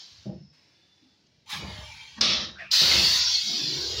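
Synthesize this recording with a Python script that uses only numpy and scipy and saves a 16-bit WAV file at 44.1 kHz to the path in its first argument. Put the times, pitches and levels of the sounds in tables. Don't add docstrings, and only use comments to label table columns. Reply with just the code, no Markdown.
import sys
import numpy as np
from scipy import signal
from scipy.io import wavfile
from scipy.ndimage import uniform_filter1d

SR = 44100
rng = np.random.default_rng(int(sys.argv[2]) if len(sys.argv) > 2 else 0)


def log_audio(samples):
    frames = np.atleast_2d(samples).T
    limited = np.clip(frames, -1, 1)
    pcm = np.round(limited * 32767).astype(np.int16)
    wavfile.write(sys.argv[1], SR, pcm)


N = 176400
T = np.arange(N) / SR
PATCH_DB, CALM_PATCH_DB = 5.5, 2.5
SPLIT_HZ, LOW_TREBLE_SPLIT_HZ = (1900, 7500), (3000, 7600)


def amp(db):
    return 10 ** (np.asarray(db) / 20)


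def evened(x):
    return x / np.sqrt(np.mean(x ** 2) + 1e-20)


def curve(rows, col):
    rows = np.array(rows)
    return amp(np.interp(T, rows[:, 0], rows[:, col], left=-150, right=-150))


def band(x, lo_hz, hi_hz):
    return signal.sosfilt(signal.butter(4, [lo_hz, hi_hz], "band", fs=SR, output="sos"), x)


def resonate(x, hz, width):
    turn = np.exp(2j * np.pi * np.cumsum(hz * np.ones(len(x))) / SR)
    r = np.exp(-np.pi * width / SR)
    smooth = signal.lfilter([1 - r], [1, -r], x / turn)
    return 2 * (turn * smooth).real


def fuzzy_tone(noise, hz, width):
    return evened(resonate(resonate(noise, hz, width), hz, width))


def turbulence(hue, ports=(), patch_db=PATCH_DB, size=1024):
    frames = N // (size // 4) + 5
    hz = np.fft.rfftfreq(size, 1 / SR)
    real, imag, patches = rng.standard_normal((frames, len(hz), 3)).T
    patches = uniform_filter1d(patches, size=2, axis=0)
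    patches = uniform_filter1d(patches, size=22, axis=1)
    patches = evened(patches).clip(-2, 2)
    hue_hz, hue_db = np.transpose(hue)
    db = np.interp(np.log(hz + 1), np.log(hue_hz + 1), hue_db, left=-90)
    db = db + sum(lift / (1 + (2 * (hz - c) / w) ** 2) for c, w, lift in ports)
    return hz, (real + 1j * imag) * amp(db[:, None] + patch_db * patches)


def sound(z):
    size = 2 * (len(z) - 1)
    return evened(signal.istft(z, nperseg=size, noverlap=size * 3 // 4)[1][:N])


def jet(levels, hue, ports=(), patch_db=PATCH_DB, split_hz=SPLIT_HZ):
    hz, z = turbulence(hue, ports, patch_db)
    part = np.digitize(hz, split_hz)[:, None]
    return sum(sound(z * (part == k)) * curve(levels, k + 1) for k in range(3))


# (time [s], lower hiss level [dB], main hiss level [dB], treble level [dB])
STROKE_LEVELS = [(2.705, -52, -65, -87), (2.715, -45, -20.5, -42.5), (2.735, -30.5, -18, -36.5),
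                 (2.887, -31, -20, -38), (2.905, -26.5, -18, -38.5), (3.19, -35.5, -22, -41),
                 (3.215, -38, -23.5, -51.5), (3.47, -45.5, -29, -54.5), (4.0, -45.5, -31.5, -58.5)]
# (frequency [Hz], relative level [dB])
STROKE_COLOUR = [(530, -28), (900, -21), (1500, -15), (2400, -10.5), (3100, -4.5), (4430, 3.5), (5910, -7),
                 (7450, -19.5), (7800, -27), (12600, -30), (13800, -32.5), (15100, -22), (15800, -28)]
# (centre [Hz], width [Hz], lift [dB])
STROKE_RESONANCES = [(4417, 60, 2.7), (4870, 37, 3.7)]
# (time [s], depth [dB])
STROKE_PATCHES = [(3.1, 4), (3.25, 5.5)]


def carriage_vent():
    frame_time = T[-1] * np.linspace(0, 1, N // 256 + 5)
    depth_db = np.interp(frame_time, *np.transpose(STROKE_PATCHES))
    return jet(STROKE_LEVELS, STROKE_COLOUR, STROKE_RESONANCES, depth_db, LOW_TREBLE_SPLIT_HZ)


# (time [s], lower hiss level [dB], main hiss level [dB], treble level [dB])
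POP_LEVELS = [(2.21, -33.5, -23, -54), (2.24, -38, -21, -53), (2.334, -40.5, -23.5, -65),
              (2.44, -44.5, -33.5, -88), (2.54, -58.5, -53.5, -101), (2.575, -74, -57, -100),
              (2.61, -52, -52, -100), (2.708, -61, -64.5, -104)]
# (frequency [Hz], relative level [dB])
POP_COLOUR = [(530, -52), (900, -29), (1230, -3), (1490, -17.5), (1780, -6.5), (2250, -5), (3490, 2.5),
              (5600, -1), (7300, -26.5), (7700, -28), (11000, -40), (15800, -66.5)]
# (centre [Hz], width [Hz], lift [dB])
POP_RESONANCES = [(3480, 100, 2.9), (5400, 47, 5.2)]


def valve_pop():
    return jet(POP_LEVELS, POP_COLOUR, POP_RESONANCES, CALM_PATCH_DB)


# (time [s], lower hiss level [dB], main hiss level [dB], treble level [dB])
DROP_LEVELS = [(1.46, -76, -60, -80), (1.493, -51, -45, -60), (1.502, -42.5, -37, -47),
               (1.53, -37.5, -32.5, -48), (1.57, -41.5, -38, -51), (1.63, -52, -43.5, -66),
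               (1.83, -50, -47, -63.5), (1.9, -59.5, -46.5, -66), (2.16, -66.5, -50, -74),
               (2.185, -43, -48.5, -74), (2.208, -57, -56, -78)]
# (frequency [Hz], relative level [dB])
DROP_COLOUR = [(530, -36), (900, -8), (1420, -16), (2240, 0), (2850, -1.5), (3980, -1), (6280, -8),
               (8680, -25), (10400, -16), (12600, -33), (15800, -22.5)]
# (centre [Hz], width [Hz], lift [dB])
DROP_RESONANCES = [(3203, 70, 7.9), (4040, 47, 5.6)]


def frame_drop():
    return jet(DROP_LEVELS, DROP_COLOUR, DROP_RESONANCES)


# (time [s], lower hiss level [dB], main hiss level [dB], treble level [dB])
DYING_LEVELS = [(0.0, -60, -45.5, -76), (0.1, -63, -53, -77), (0.265, -65, -57.5, -82),
                (0.31, -72, -66, -100), (0.52, -78, -74, -105), (0.535, -68, -65.5, -86),
                (1.46, -77, -71, -93)]
# (frequency [Hz], relative level [dB])
DYING_COLOUR = [(530, -18), (900, -18.5), (2700, -12), (4300, -4.5), (5400, -6.5), (6280, -14),
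                (7980, -28.5), (13000, -38), (15800, -35)]


def dying_vent():
    return jet(DYING_LEVELS, DYING_COLOUR, patch_db=CALM_PATCH_DB, split_hz=LOW_TREBLE_SPLIT_HZ)


# (frequency [Hz], relative level [dB], width [Hz])
FRAME_MODES = [(75, -12.5, 21), (143.5, 1.5, 44), (191, 2.5, 15), (343.5, -4, 39), (506, -7, 93),
               (613, -8, 44), (803, -13, 29)]
# (time [s], level [dB], length at 200 Hz [s], brightness [dB per octave])
BLOW_LIST = [(0.253, -39, 0.13, -0.9), (1.525, -50.5, 0.16, -7), (1.617, -44, 0.043, 1),
             (1.68, -36, 0.012, -4), (1.703, -41, 0.014, -3), (1.78, -43, 0.012, -10),
             (2.17, -53, 0.013, 2), (2.218, -47.5, 0.28, 6), (2.806, -37, 0.046, 2.5),
             (2.9, -40.5, 0.18, 3.5)]
BLOW_RISE_S, DARKENING = 0.0058, 0.33
AFTER_DB, AFTER_S = -28, 0.12


def blows():
    out, t = np.zeros(N + SR), T[:SR]
    for s, db, length, tilt_db in BLOW_LIST:
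        noise, ring = rng.standard_normal(SR), 0
        for hz, mode_db, width in FRAME_MODES:
            age = t / length * (hz / 200) ** DARKENING
            linger = amp(AFTER_DB) * np.exp(-t / AFTER_S * (hz / 200) ** 2)
            shape = np.exp(-age ** 2) + linger
            gain = amp(mode_db + tilt_db * np.log2(hz / 200))
            ring = ring + gain * shape * fuzzy_tone(noise, hz, width)
        out[round(s * SR):][:SR] += amp(db) * ring * np.minimum(t / BLOW_RISE_S, 1)
    return out[:N]


# (time [s], bass level [dB], low mids level [dB])
RUMBLE_LEVELS = [(1.54, -50, -62), (1.612, -52, -51), (1.63, -40, -46.5), (1.82, -44.5, -58),
                 (1.9, -51, -79), (2.15, -65, -86), (2.215, -46, -42.5), (2.4, -46.5, -46.5),
                 (2.5, -51.5, -59.5), (2.68, -65, -75), (2.808, -47, -60), (2.82, -44.5, -40.5),
                 (2.98, -38, -37.5), (3.2, -46, -51.5), (3.4, -55.5, -73), (3.56, -74, -69),
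                 (3.75, -52, -55.5), (4.0, -34.5, -52.5)]


def rumble():
    noise = rng.standard_normal((2, N))
    bass = evened(resonate(band(noise[0], 52.0, 130), 71.5, 28))
    mids = evened(band(noise[1], 165, 1150))
    return bass * curve(RUMBLE_LEVELS, 1) + mids * curve(RUMBLE_LEVELS, 2)


# (time [s], level [dB], centre [Hz])
CARRIAGE_ROLL = [(3.4, -73, 193), (3.48, -45, 185), (3.6, -44, 281), (4.0, -43.5, 423)]


def carriage():
    s, _, hz = np.transpose(CARRIAGE_ROLL)
    hz = np.interp(T, s, hz)
    return fuzzy_tone(rng.standard_normal(N), hz, width=138) * curve(CARRIAGE_ROLL, 1)


# (start [s], end [s], frequency [Hz], width [Hz], level [dB])
WHISTLE_LIST = [(0.11, 0.25, 80, 35, -57), (0.24, 0.86, 5250, 340, -66), (0.68, 1.25, 3495, 52, -69),
                (1.006, 1.1, 260, 68, -60.5), (1.45, 2.19, 880, 81, -55.5), (1.67, 1.93, 612, 33, -54),
                (1.82, 2.174, 2330, 110, -51), (2.16, 2.52, 222, 60, -41), (2.26, 2.58, 3800, 210, -43.5),
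                (2.585, 2.645, 1860, 450, -44), (2.583, 2.73, 2490, 430, -45.5),
                (2.588, 2.67, 660, 107, -51), (3.01, 3.37, 1020, 49, -49), (3.15, 3.33, 1440, 40, -46),
                (3.3, 3.1, 2170, 34, -42), (3.24, 3.63, 2200, 77, -48), (3.72, 4, 1480, 78, -56.5),
                (3.188, 3.35, 5500, 40, -30.5), (3.332, 3.439, 4325, 80, -26.5),
                (3.265, 3.41, 5650, 94, -35), (3.6, 3.834, 141, 44, -42.5), (3.47, 3.66, 715, 100, -55),
                (3.87, 3.86, 2860, 110, -35.5)]
WHISTLE_SKEW, SWELL_ROUNDNESS = 0.64, 0.75


def whistles():
    out = np.zeros(N)
    for start, end, hz, width, db in WHISTLE_LIST:
        span = slice(round(start * SR), round(end * SR))
        noise = rng.standard_normal(N)[span]
        swell = np.sin(np.pi * np.linspace(0, 1, len(noise)) ** WHISTLE_SKEW).clip(0)
        out[span] += amp(db) * fuzzy_tone(noise, hz, width) * swell ** SWELL_ROUNDNESS
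    return out


# (time [s], level [dB], frequency [Hz])
SQUEAK_GLIDE = [(2.552, -55, 1350), (2.574, -48.5, 1480), (2.61, -41.5, 1810), (2.68, -56, 1490)]


def squeak():
    s, _, hz = np.transpose(SQUEAK_GLIDE)
    hz = np.interp(T, s, hz)
    return fuzzy_tone(rng.standard_normal(N), hz, width=250) * curve(SQUEAK_GLIDE, 1)


# (time [s], peak level [dB], centre [Hz], length [s])
TICK_LIST = [(1.27, -55.5, 5240, 0.0044), (2.214, -6.5, 4750, 0.0028)]


def ticks():
    out = np.zeros(N)
    for s, db, hz, length in TICK_LIST:
        noise = band(rng.standard_normal(N), 0.75 * hz, 1.245 * hz)
        burst = noise * np.exp(-((T - s) / length) ** 2)
        out += amp(db) * burst / abs(burst).max()
    return out


# (frequency [Hz], relative level [dB])
ROOM_COLOUR = [(30, -55), (70, 2), (166, -2), (241, -4.5), (433, -9.5), (1200, -20)]
ROOM_DB = -69.5


def room():
    hz, z = turbulence(ROOM_COLOUR, patch_db=CALM_PATCH_DB, size=2048)
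    return amp(ROOM_DB) * sound(z * (hz < 1000)[:, None])


def scene():
    air = carriage_vent() + valve_pop() + frame_drop() + dying_vent()
    machine = blows() + rumble() + carriage() + whistles() + squeak() + ticks()
    mono = air + machine + room()
    return np.array([mono, mono])


LOW_CUT_HZ, EDGE_HZ = 80, 15800


def record(dry):
    thin = signal.sosfilt(signal.butter(2, LOW_CUT_HZ, "high", fs=SR, output="sos"), dry)
    lowpass = signal.firwin(1501, EDGE_HZ, window=("kaiser", 9), fs=SR)
    return signal.oaconvolve(thin, lowpass[None], "same", axes=1)


dry = scene()
out = record(dry)
log_audio(out)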